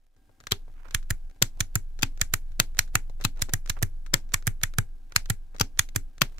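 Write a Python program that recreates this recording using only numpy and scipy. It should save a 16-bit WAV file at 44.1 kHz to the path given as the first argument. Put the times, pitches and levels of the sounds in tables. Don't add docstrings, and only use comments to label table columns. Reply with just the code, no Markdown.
import sys
import numpy as np
from scipy import signal
from scipy.fft import rfft, irfft, next_fast_len
from scipy.io import wavfile
from scipy.ndimage import uniform_filter1d

SR = 44100
rng = np.random.default_rng(int(sys.argv[2]) if len(sys.argv) > 2 else 0)


def generate_wav(sig):
    pcm = np.round(np.clip(np.atleast_2d(sig).T, -1, 1) * 32767).astype(np.int16)
    wavfile.write(sys.argv[1], SR, pcm)


def volts_from_db(level):
    exponent = np.asarray(level, float) / 20
    return 10 ** exponent


N = 281799
SIZE = 2048
PEAK_AT = 128

# (frequency [Hz], level [dB per Hz])
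HISS = [(40, -20), (62, -13.5), (90, -28), (190, -36), (262, -24), (420, -39), (686, -43.5), (762, -40),
        (1140, -46), (1500, -45.5), (1600, -41), (1740, -48.5), (15500, -57.5), (16000, -75.5)]
# (frequency [Hz], likeness [0-1])
HISS_SAME = [(40, 0.85), (300, 0.94), (2000, 0.27), (16000, 0.89)]
# (frequency [Hz], level [dB rms])
HUM = [(764.4, -84), (1604, -87)]
# (time [s], level [dB])
FADE_IN = [(0, -12), (.15, -12), (.17, 0.5), (.3, 2.5), (6.39, 2.5)]
# (time [s], level [dB])
SWAY = [(0, -60), (.45, -62), (.54, -38.5), (.9, -41), (.98, -31), (1.27, -34.5), (1.37, -55), (1.46, -37),
        (2.1, -32.5), (3.8, -31.5), (4.3, -34.5), (4.8, -33), (5.15, -45), (5.25, -31), (5.47, -40.5),
        (6.07, -35), (6.15, -48), (6.27, -37.5)]
# (frequency [Hz], level [dB per Hz])
TREMOR = [(30, -15.5), (50, 0), (80, -4), (130, -14), (200, -31.5), (400, -54)]
# (frequency [Hz], t60 [s])
ROOM = [(200, 0.55), (1000, 0.081), (3000, 0.14), (7000, 0.14), (15000, 0.17)]
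# (frequency [Hz], level [dB])
ROOM_COLOUR = [(150, 0.5), (600, -1), (1500, 6.5), (2500, 0), (5000, -1), (9000, -1), (12000, -2.5),
               (14500, -7), (16000, -11)]
# (frequency [Hz], level [dB per Hz])
BENCH_RING = [(45, -32.5), (90, 5.5), (140, -7.5), (260, 7.5), (450, 4.5), (700, -9.5), (1500, -43)]
# (frequency [Hz], level [dB per Hz])
RUB_COLOUR = [(150, -8.5), (500, -1.5), (1500, -9), (3000, -10.5), (5000, -13), (15500, -20), (16000, -60)]
# (time [s], level [dB])
GRIP = [(.1, -81), (.7, -73.5), (3.1, -74), (3.5, -76), (4.2, -73.5), (4.9, -75.5), (6.25, -75),
        (6.39, -61.5)]
# (start [s], end [s], level [dB], left-right [dB])
SCUFFS = [
    (0.73, 0.86, -68, -19),
    (0.83, 0.905, -60, -18),
    (0.9, 0.946, -64, -10),
    (3.192, 3.233, -51.5, 5),
    (3.355, 3.414, -57, -1),
    (3.752, 3.795, -59, -24),
    (5.099, 5.14, -59, -5.5),
    (5.524, 5.583, -62, 5.5),
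]
# (frequency [Hz], level [dB per Hz])
SCUFF_COLOUR = [(200, -12), (600, -1), (1300, 3.5), (2500, -3.5), (4000, -22), (16000, -31)]
# (time [s], level [dB], left-right [dB])
TICKS = [(0.4026, -46.5, 2), (.409, -50.5, 5), (0.4383, -49, 0.5), (0.4695, -28, 1.5), (0.9094, -38.5, -2),
         (1.298, -56, 0), (1.311, -55, 6), (2.013, -46, 3), (2.1747, -45.5, -1), (2.197, -49, -11),
         (2.5195, -50.5, 4), (2.7483, -50, -1), (2.7708, -39, 1.6), (3.2307, -52, -13), (3.6604, -41, 7.5),
         (3.675, -44, -12), (3.7891, -52, 9), (4.2912, -55, -7), (4.321, -42.5, -3), (4.425, -44.5, -1),
         (4.615, -41.5, -1), (4.7378, -40.5, 1.1), (5.122, -38.5, -3), (5.258, -39.5, -2.3),
         (5.5641, -44, 7), (5.5845, -41, -3), (5.7748, -43, -4), (5.8887, -41.5, -1.5), (6.1807, -46, 3),
         (6.3837, -39.5, -4)]
# (time [s], tick [dB], dull part under 1 kHz [dB], left-right [dB])
TAPS = [(0.1644, -66, -68, 3), (0.293, -77, -60, 9), (0.6802, -68, -53.5, 5), (0.8835, -58, -66, -18),
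        (0.9235, -54, -58, -3), (0.698, -75, -57, 3), (1.0275, -51, -67, -1), (1.3615, -62.5, -61, 4),
        (1.418, -30.5, -29, 1.5), (1.5728, -59, -53, -3), (1.9906, -40.5, -45, 3), (2.5954, -30.5, -31, -1),
        (2.8771, -52, -66, 0), (3.0967, -49, -46.5, 4), (3.2005, -56, -48, 1), (3.2115, -38, -43, 3.5),
        (3.2214, -47, -63, -8), (3.361, -58, -56, 1), (3.373, -51, -54, -1.5), (3.3941, -45, -46, -2),
        (3.487, -55, -42, 1), (3.493, -38, -38, 2), (3.771, -71, -50, -15), (3.8195, -69, -36, -4),
        (4.0631, -45.5, -61, 8), (4.1333, -78.5, -32, 4.5), (5.5477, -53, -45.5, 2), (5.951, -54, -46.5, 0)]
# (frequency [Hz], width [Hz], level [dB])
TOUCH_BODY = [(1290, 43, -2.5), (2070, 580, -10), (3930, 170, -8.5), (6140, 960, -5), (7160, 150, -4.5),
              (8800, 500, -5), (10900, 400, -9.5), (12300, 270, -8.5), (13400, 130, -12), (14800, 400, -10)]
# (lead [s], first pitch [Hz], last pitch [Hz], glide [s], rise [s], t60 [s], level [dB])
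LEFT_WAVE = [
    (.0045, 230, 90.6, 0.0045, 0.003, 0.055, -0.5),
    (.0045, 220, 87.9, 0.0035, 0.003, 0.075, -0.5),
]
RIGHT_WAVE = [
    (0.0082, 153, 79.9, 0.012, 0.0014, 0.13, -0.59),
    (.0095, 242, 75.1, 0.0041, 0.0029, 0.066, -0.33),
]
# (frequency [Hz], level [dB], t60 [s])
LEGS = (28, -15.5, 0.76)
# (frequency [Hz], level [dB], t60 [s])
LEFT_KNOCK = [(250, -22, .022), (420, -18, .022), (780, -17, .02), (1400, -33, .06)]
RIGHT_KNOCK = [(265, -17, .022), (420, -16, .024), (700, -21, .022), (1800, -31, .065)]
# (time [s], low [dB], middle [dB], high knock [dB])
SEATING = [(0.52, 8, 12, 5), (0.95, 10, 8, 2), (1.11, -7, 1, -1), (1.42, 12, 6, 2), (1.61, 9, 9, 13),
           (1.76, 9, -1, 0), (2.03, 17, 1, 10), (2.22, 17, 12, 10), (2.34, 13, 8, 9), (2.6, 15, 11, 8),
           (2.79, 9, 7, 9), (2.95, 16, 10, 14), (3.25, 9, -1, 7), (3.42, 16, 10, 11), (3.54, 8, 2, 4),
           (3.7, 17, 14, 10), (3.83, 4, 4, 2), (4.14, 16, 14, 10), (4.34, 17, 14, 1), (4.48, 3, 2, 2),
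           (4.64, 11, 5, 6), (4.79, 2, 5, 3), (5.16, -2, -3, 3), (5.3, 5, 2, 4), (5.61, 12, 9, 9),
           (5.79, 16, 7, -4), (5.96, 15, 5, 0), (6.22, 13, 12, 13)]
# (time of main swing [s], peak level [dB], pitch ratio set by how the hand holds the housing down)
LEFT_ON_THUMPS = [
    (0.5223, -24.3, 0.96),
    (2.0335, -22.4, 1.11),
    (3.2515, -19.8, 1.11),
    (5.6118, -19.1, 1.08),
]
LEFT_OFF_THUMPS = [
    (1.425, -20.8, 1.27),
    (2.6012, -23.5, 1.3),
    (4.1422, -21.5, 1.3),
    (6.2195, -20.6, 1.4),
]
RIGHT_ON_THUMPS = [(0.9552, -25.0, 0.87), (1.6139, -23.6, 0.95), (2.2235, -26.2, 0.83),
                   (2.7982, -27.6, 0.93), (3.429, -25.1, 0.85), (3.706, -27.0, 0.86), (4.3483, -26.1, 0.98),
                   (4.6425, -27.1, 0.97), (5.1692, -28.2, 0.97), (5.801, -26.4, 0.93)]
RIGHT_OFF_THUMPS = [(1.1149, -21.0, 0.89), (1.764, -19.9, 1.05), (2.3446, -24.7, 1.01),
                    (2.9599, -22.5, 1.08), (3.544, -21.4, 1.05), (3.8357, -18.0, 1.01),
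                    (4.4814, -18.8, 1.07), (4.7923, -17.1, 1.08), (5.3087, -19.3, 1.11),
                    (5.9682, -22.7, 1.02)]
# (frequency [Hz], width [Hz], level [dB])
LEFT_BODY = [(1325, 170, 10), (3210, 160, 1.5), (2130, 1400, 0.5), (4150, 1500, -2.5), (4700, 53, -5.5),
             (6060, 210, -1), (7330, 590, -3.5), (8950, 150, -18), (10050, 1000, -14.5), (11080, 140, -9),
             (13100, 77, -9), (13200, 220, -14.5), (14800, 280, -14.5), (16300, 130, -25)]
RIGHT_ON_BODY = [(1290, 47, -5.5), (1700, 1400, 2.5), (2310, 24, 1), (3422, 70, -0.5), (4090, 97, -4.5),
                 (5450, 450, -3), (6704, 520, -1.5), (7830, 840, -7), (4200, 760, -7), (8900, 210, -8),
                 (10740, 400, -10), (10530, 670, -8), (12000, 410, -8), (14400, 300, -9)]
RIGHT_OFF_BODY = [(1330, 33, 1), (1834, 160, -1), (2305, 40, -4), (3180, 350, -8), (4080, 360, -7),
                  (4840, 50, -11), (4940, 50, -12), (6970, 2100, -3), (8290, 350, -4.5), (9600, 57, -6),
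                  (11440, 1100, -4), (12600, 130, -25), (13500, 230, -45.5), (14600, 470, -6)]
# (time [s], frequency [Hz], lift [dB], frequency [Hz], lift [dB])
LOW_SINGING = [(0.52, 2440, 8, 3220, 9), (0.95, 1730, 10, 3220, 10), (1.11, 1730, 11, 2050, 2),
               (1.42, 1220, -9, 1790, 7), (1.61, 1730, 4, 1980, -6), (1.76, 1500, 7, 2620, 8),
               (2.03, 2530, 13, 3570, 7), (2.22, 1730, 11, 3110, 6), (2.34, 1850, 4, 2620, 4),
               (2.6, 1980, 6, 2620, 9), (2.79, 1220, -4, 3450, -9), (2.95, 1920, 6, 2620, 10),
               (3.25, 1500, -7, 2620, 12), (3.42, 1980, 3, 2360, -6), (3.54, 1400, -4, 1730, 8),
               (3.7, 1730, 7, 2710, 6), (3.83, 1730, 6, 2280, -6), (4.14, 1790, 6, 2130, 8),
               (4.34, 1140, 8, 1790, 12), (4.48, 1350, -9, 1670, 7), (4.64, 1850, 11, 3330, 5),
               (4.79, 1560, 10, 3450, 6), (5.16, 2440, 6, 3330, -6), (5.3, 1220, -9, 1730, 2),
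               (5.61, 1260, 7, 2710, 13), (5.79, 1850, 6, 3450, 8), (5.96, 1350, -9, 1730, 5),
               (6.22, 2200, 7, 2620, 10)]
HIGH_SINGING = [(0.52, 3920, 11, 6170, -5), (0.95, 7320, 2, 9720, 6), (1.11, 7110, 5, 8200, -8),
                (1.42, 3700, 5, 7530, 4), (1.61, 6000, 6, 6720, 5), (1.76, 6000, 5, 7110, 10),
                (2.03, 4030, -6, 4780, 5), (2.22, 6000, 3, 7110, 7), (2.34, 6910, 6, 9450, -9),
                (2.6, 3920, 6, 5830, -9), (2.79, 4150, 7, 5830, 6), (2.95, 6170, 6, 7110, 7),
                (3.25, 4030, 9, 5830, -7), (3.42, 3920, 5, 7530, 7), (3.54, 5830, 9, 6910, 6),
                (3.7, 4030, 8, 6000, 4), (3.83, 6000, 6, 8680, -9), (4.14, 4640, -5, 5200, 6),
                (4.34, 5830, 4, 7320, 11), (4.48, 4030, -9, 4640, -7), (4.64, 6170, 4, 7320, 5),
                (4.79, 6170, 6, 7740, 7), (5.16, 4150, 7, 4780, 8), (5.3, 4780, -5, 7320, 5),
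                (5.61, 4780, 8, 5830, 5), (5.79, 5510, -5, 6720, 5), (5.96, 6000, 8, 7320, 7),
                (6.22, 7110, -5, 10000, -8)]
# (fixed part [Hz], share of the pitch [ratio])
SINGING_WIDTH = (170, 0.05)
# (time of contact strike [s], level [dB], treble over middle [dB], lever tick ahead [s], tick [dB])
LEFT_ON_FLIPS = [
    (.5205, -10.5, 2, 0.0092, -30.5),
    (2.0315, -11.5, 1, .0081, -25.5),
    (3.2498, -12, 0.5, .0096, -31),
    (5.6118, -10.5, 4, .013, -21.5),
]
LEFT_OFF_FLIPS = [
    (1.424, -7, 4.5, .003, -28.5),
    (2.6, -5.5, 4.5, .003, -31.5),
    (4.1407, -6, 3, .0032, -21),
    (6.2179, -9, -0.5, .0059, -28),
]
RIGHT_ON_FLIPS = [
    (.9472, -12, 2, .002, -27),
    (1.608, -17, -5.5, 0.0026, -17),
    (2.217, -18.5, -8.5, .0025, -12),
    (2.791, -7.5, -1.3, .0025, -24.5),
    (3.4225, -15.5, 2, 0.0031, -18.5),
    (3.7008, -18.5, -2, .0033, -18.5),
    (4.3422, -11, 1, .0032, -17.5),
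    (4.6364, -15, -1.5, .0019, -12),
    (5.1622, -7.5, -0.8, 0.0012, -25.5),
    (5.793, -7, 3.5, .0025, -24),
]
RIGHT_OFF_FLIPS = [
    (1.1075, -16.5, 1, .0033, -22.5),
    (1.758, -20.5, -6, .0031, -13),
    (2.3388, -10.5, 3, 0.0021, -22),
    (2.9544, -8, -3, .002, -24.5),
    (3.5385, -19, -9, .0024, -13),
    (3.8299, -16.5, 1, 0.0038, -18.5),
    (4.4756, -15.5, -4, 0.0058, -17),
    (4.7857, -15.5, -9, 0.0013, -14),
    (5.3025, -14, -4.5, 0.0029, -18),
    (5.9614, -15, 0, .0014, -18.5),
]
# (strike left-right [dB], tick left-right [dB], tick treble [dB], rebound after [s],
# rebound under strike [dB], rebound treble [dB], spring slip under strike [dB])
LEFT_ON_THROW = (.6, 4, 8, .0065, -17, -8, -13)
LEFT_OFF_THROW = (2.5, 6, 10, .0043, -18, -8, -30)
RIGHT_ON_THROW = (2.1, 1.1, 9, .0048, -18, -3, -30)
RIGHT_OFF_THROW = (.6, -1.1, 8, .0035, -17, -8, -30)


def evened(x):
    return x / np.sqrt(np.mean(x ** 2) + 1e-20)


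def peaked(x, size):
    return x / np.sqrt(uniform_filter1d((x ** 2).mean(0), size).max())


def ragged(count, size):
    return evened(uniform_filter1d(rng.standard_normal(count), size=size))


def read(points, hz):
    f, value = np.transpose(points)
    return np.interp(np.log(hz + 1), np.log(f + 1), value)


def curve(rows):
    s, db = np.transpose(rows)
    return np.interp(np.arange(N) / SR, s, db)


def nearest(rows, s):
    return min(rows, key=lambda row: abs(row[0] - s))


def add(mix, s, sound, pan_db):
    part = mix[:, round(s * SR):][:, :sound.shape[1]]
    part += (sound * volts_from_db([[pan_db / 2], [-pan_db / 2]]))[:, :part.shape[1]]


def noise(spectrum, same):
    size = next_fast_len(N)
    hz = np.fft.rfftfreq(size, 1 / SR)
    a, b = rfft(rng.standard_normal((2, size)))
    like = np.clip(read(same, hz), -1, 1)
    pair = np.array([a, like * a + np.sqrt(1 - like ** 2) * b])
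    return evened(irfft(pair * volts_from_db(read(spectrum, hz)), size)[:, :N])


def mode(t, hz, db, t60):
    return volts_from_db(db - 60 * t / t60) * np.sin(2 * np.pi * hz * t)


def causal(db):
    fold = irfft(db * np.log(10) / 20, SIZE)
    fold[..., 1:SIZE // 2] *= 2
    fold[..., SIZE // 2 + 1:] = 0
    return np.exp(rfft(fold))


def floor():
    t = np.arange(N) / SR
    lines = 0
    for hz, db in HUM:
        wander = np.cumsum(ragged(N, 2000)) * 3.0 / SR
        lines = lines + np.sqrt(2) * volts_from_db(db) * np.sin(2 * np.pi * (hz * t + wander))
    return volts_from_db(-66.5) * noise(HISS, HISS_SAME) + lines


def sway(sway_hz=20.9, tremor_db=-21.0):
    turns = sway_hz * np.arange(N) / SR
    rock = np.sqrt(2) * np.sin(2 * np.pi * turns + np.array([[0], [.3]]))
    return volts_from_db(curve(SWAY)) * (rock + volts_from_db(tremor_db) * noise(TREMOR, HISS_SAME))


def room(x):
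    taps = rng.standard_normal((2, SR // 2))
    hz, t, z = signal.stft(taps, SR, nperseg=128)
    clumps = uniform_filter1d(rng.standard_normal(z.shape), size=3, axis=1)
    z = z * volts_from_db(3.5 * evened(uniform_filter1d(clumps, size=4)))
    decay_db = read(ROOM_COLOUR, hz)[:, None] - 60 * t / read(ROOM, hz)[:, None]
    tail = signal.istft(z * volts_from_db(decay_db), SR, nperseg=128)[1]
    tail = tail * np.clip(np.arange(tail.shape[1]) / SR / 0.011, 0, 1)
    return signal.fftconvolve(x, tail / np.linalg.norm(tail[0]), axes=1)[:, :N]


def bench_ring(blows, t60=0.17):
    t = np.arange(SR // 2) / SR
    tail = noise(BENCH_RING, HISS_SAME)[:, :len(t)] * volts_from_db(-60 * t / t60)
    return signal.fftconvolve(blows, tail / np.linalg.norm(tail[0]), axes=1)[:, :N]


def rub(swell_s=0.0022, travel_db=-50, early_s=0.017, squeeze_db=8, squeeze_s=0.042):
    t, travel = np.arange(N) / SR, 0
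    squeeze = sum(np.exp(-((t - s) / squeeze_s) ** 2) for s, *_ in RIGHT_ON_THUMPS)
    for s, *_ in RIGHT_ON_THUMPS + RIGHT_OFF_THUMPS:
        travel = travel + (t < s) * np.exp(np.minimum(t - s + early_s, 0) / swell_s)
    grain = volts_from_db(4.5 * ragged(N, 120))
    pressure = volts_from_db(curve(GRIP) + squeeze_db * squeeze) + volts_from_db(travel_db) * travel
    mix = pressure * evened(grain * noise(RUB_COLOUR, HISS_SAME))
    catch = volts_from_db(2.0 * ragged(N, 40))
    scuff = evened(grain * catch * noise(SCUFF_COLOUR, HISS_SAME))
    for start, end, db, pan_db in SCUFFS:
        stroke = scuff[:, round(start * SR):round(end * SR)]
        swell = np.sin(np.pi * np.linspace(0, 1, stroke.shape[1]) ** 1.2)
        add(mix, start, volts_from_db(db) * stroke * swell, pan_db)
    return mix


def burst(rise_s, fall_s):
    t = (np.arange(SIZE) - PEAK_AT) / SR
    shape = np.exp(np.where(t < 0, t / rise_s, -t / fall_s))
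    loose = np.exp(-abs(t) / np.where(t < 0, 0.66 * rise_s, 2.5 * fall_s))
    shape = shape + volts_from_db(-5.5) * loose
    shape = shape * volts_from_db(3.0 * ragged(SIZE, 14))
    force = rng.standard_normal((2, SIZE)) * shape
    for _ in range(4):
        z = rfft(force)
        force = irfft(z / abs(z), SIZE)
        force = force * shape / np.sqrt(abs(uniform_filter1d(force ** 2, size=16)) + 1e-9)
    return force


def colour(body, tilt_db, grip_hz, spread_db=1.5, loss=0.07, split_hz=4500):
    hz = np.fft.rfftfreq(SIZE, 1 / SR)
    f, width, db = np.transpose(body)[:, :, None]
    height = volts_from_db(db + spread_db * rng.standard_normal(f.shape))
    modes = height / (1 + (2 * (hz - f) / (width + grip_hz + loss * f)) ** 2)
    power = (modes ** 2).sum(0)
    high = 1 / (1 + (split_hz / (hz + 1)) ** 6)
    middle_share = (1 - high) / (power * (1 - high)).sum()
    share = middle_share + volts_from_db(2 * tilt_db) * high / (power * high).sum()
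    small = 1 / (1 + (1120 / (hz + 1)) ** 9)
    return 10 * np.log10(power * share * (small + 0.24) + 1e-12)


def ring(mix, air, s, db, pan_db, level_db, force, paths=1):
    sound = volts_from_db(db) * peaked(irfft(paths * causal(level_db) * rfft(force), SIZE), size=27)
    blurred_db = 10 * np.log10(uniform_filter1d(volts_from_db(2 * level_db), size=60))
    spread = irfft(causal(blurred_db), SIZE) * np.ones((2, 1))
    add(mix, s - PEAK_AT / SR, sound, pan_db)
    add(air, s, spread * np.linalg.norm(sound) / np.linalg.norm(spread), 0)


def touches(mix, air, tick_s=.0017, tap_s=.0034):
    knock = signal.butter(2, [170, 900], "band", fs=SR)
    t = np.arange(SIZE) / SR
    give = (1 - np.exp(-t / 0.0061)) * mode(t, hz=100, db=-7.5, t60=0.059)
    push = give * np.ones((2, 1))
    rows = [(s, db, -37 + 0.44 * db, pan_db, tick_s) for s, db, pan_db in TICKS]
    rows += [(*row, tap_s) for row in TAPS]
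    for s, db, dull_db, pan_db, length in rows:
        force = burst(0.00035, length)
        ring(mix, air, s, db + 0.5, pan_db, colour(TOUCH_BODY, -14.5, grip_hz=900), force)
        dull = peaked(signal.lfilter(*knock, force), size=200)
        add(mix, s - PEAK_AT / SR, volts_from_db(dull_db) * dull, pan_db)
        add(mix, s - .004, volts_from_db(0.65 * dull_db) * push, pan_db / 4)


def thumps(rows, wave, knock, pan_db, knock_db):
    t, mix = np.arange(SR // 2) / SR, np.zeros((2, N))
    lead, first_hz, last_hz, glide, rise, t60, ear_db = np.transpose(wave)[:, :, None]

    def turns(u):
        return last_hz * u + (first_hz - last_hz) * glide * (1 - np.exp(-u / glide))

    def swell(u):
        return (1 - np.exp(-u / rise)) ** 2 * volts_from_db(-60 * u / t60)

    ahead = wave[0][0]
    u = np.maximum(t - ahead + lead, 0)
    legs, touch = mode(u, *LEGS), 1 - np.exp(-u / rise)
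    for s, db, ratio in rows:
        _, low_db, middle_db, high_db = nearest(SEATING, s)
        cycle = np.cos(2 * np.pi * ratio * (turns(u) - turns(lead)))
        bend = volts_from_db(ear_db) * swell(u) / swell(lead) * cycle
        body = volts_from_db(knock_db + np.array([low_db, middle_db, high_db, high_db / 2]))
        knocks = sum(g * mode(u, ratio * hz, *rest) for g, (hz, *rest) in zip(body, knock))
        add(mix, s - ahead, volts_from_db(db) * (bend + touch * (knocks + legs)), pan_db)
    return mix


def rattle(flips, throw, slip_s=.0036):
    pan_db, tick_pan_db, tick_tilt_db, after, under_db, after_tilt_db, slip_db = throw
    rows = []
    for s, db, tilt_db, ahead, tick_db in flips:
        rows += [(s - ahead, tick_db, tick_pan_db, tick_tilt_db),
                 (s - slip_s, db + slip_db, tick_pan_db, tick_tilt_db),
                 (s, db, pan_db, tilt_db),
                 (s + after, db + under_db, pan_db, after_tilt_db)]
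    return rows


def singing(s, hz):
    lifted = np.reshape(nearest(LOW_SINGING, s)[1:] + nearest(HIGH_SINGING, s)[1:], (-1, 2))
    base, share = SINGING_WIDTH
    return sum(db / (1 + (2 * (hz - f) / (base + share * f)) ** 2) for f, db in lifted)


def strikes(mix, air, rows, body, lag_s, rise_s, fall_s=.0011, shade_db=-6.0):
    hz = np.fft.rfftfreq(SIZE, 1 / SR)
    far = np.array([[lag_s > 0], [lag_s < 0]])
    shade = shade_db * (far - .5) / (1 + (5000 / (hz + 1)) ** 2)
    paths = causal(shade) * np.exp(-2j * np.pi * hz * abs(lag_s) * far)
    for s, db, pan_db, tilt_db in rows:
        level_db = colour(body, tilt_db, grip_hz=315) + singing(s, hz)
        ring(mix, air, s, db, pan_db / 2, level_db, burst(rise_s, fall_s), paths)


def scene():
    clicks, air = np.zeros((2, 2, N))
    left = rattle(LEFT_ON_FLIPS, LEFT_ON_THROW) + rattle(LEFT_OFF_FLIPS, LEFT_OFF_THROW)
    right_on = rattle(RIGHT_ON_FLIPS, RIGHT_ON_THROW)
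    right_off = rattle(RIGHT_OFF_FLIPS, RIGHT_OFF_THROW)
    strikes(clicks, air, left, LEFT_BODY, lag_s=-.0007, rise_s=0.00076)
    strikes(clicks, air, right_on, RIGHT_ON_BODY, lag_s=.0006, rise_s=0.00092)
    strikes(clicks, air, right_off, RIGHT_OFF_BODY, lag_s=.0003, rise_s=0.00043)
    touches(clicks, air)
    blows = thumps(LEFT_ON_THUMPS, LEFT_WAVE, LEFT_KNOCK, pan_db=1.7, knock_db=14.5)
    blows -= thumps(LEFT_OFF_THUMPS, LEFT_WAVE, LEFT_KNOCK, pan_db=1.5, knock_db=11.0)
    blows += thumps(RIGHT_OFF_THUMPS, RIGHT_WAVE, RIGHT_KNOCK, pan_db=-3.0, knock_db=11.5)
    blows -= thumps(RIGHT_ON_THUMPS, RIGHT_WAVE, RIGHT_KNOCK, pan_db=-5.5, knock_db=-1.5)
    bench = blows + volts_from_db(-27.5) * bench_ring(blows) + sway()
    return clicks + volts_from_db(-22.0) * room(air) + bench + rub() + volts_from_db(curve(FADE_IN)) * floor()


def top_cut(x):
    return signal.sosfilt(signal.butter(12, 16480, fs=SR, output="sos"), x)


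def record(dry):
    edge = signal.firwin(255, 16300, window=("kaiser", 7), fs=SR)
    mix = signal.oaconvolve(np.clip(dry, -1, 1), edge[None], "same")
    return top_cut(mix)


dry = scene()
out = record(dry)
generate_wav(out)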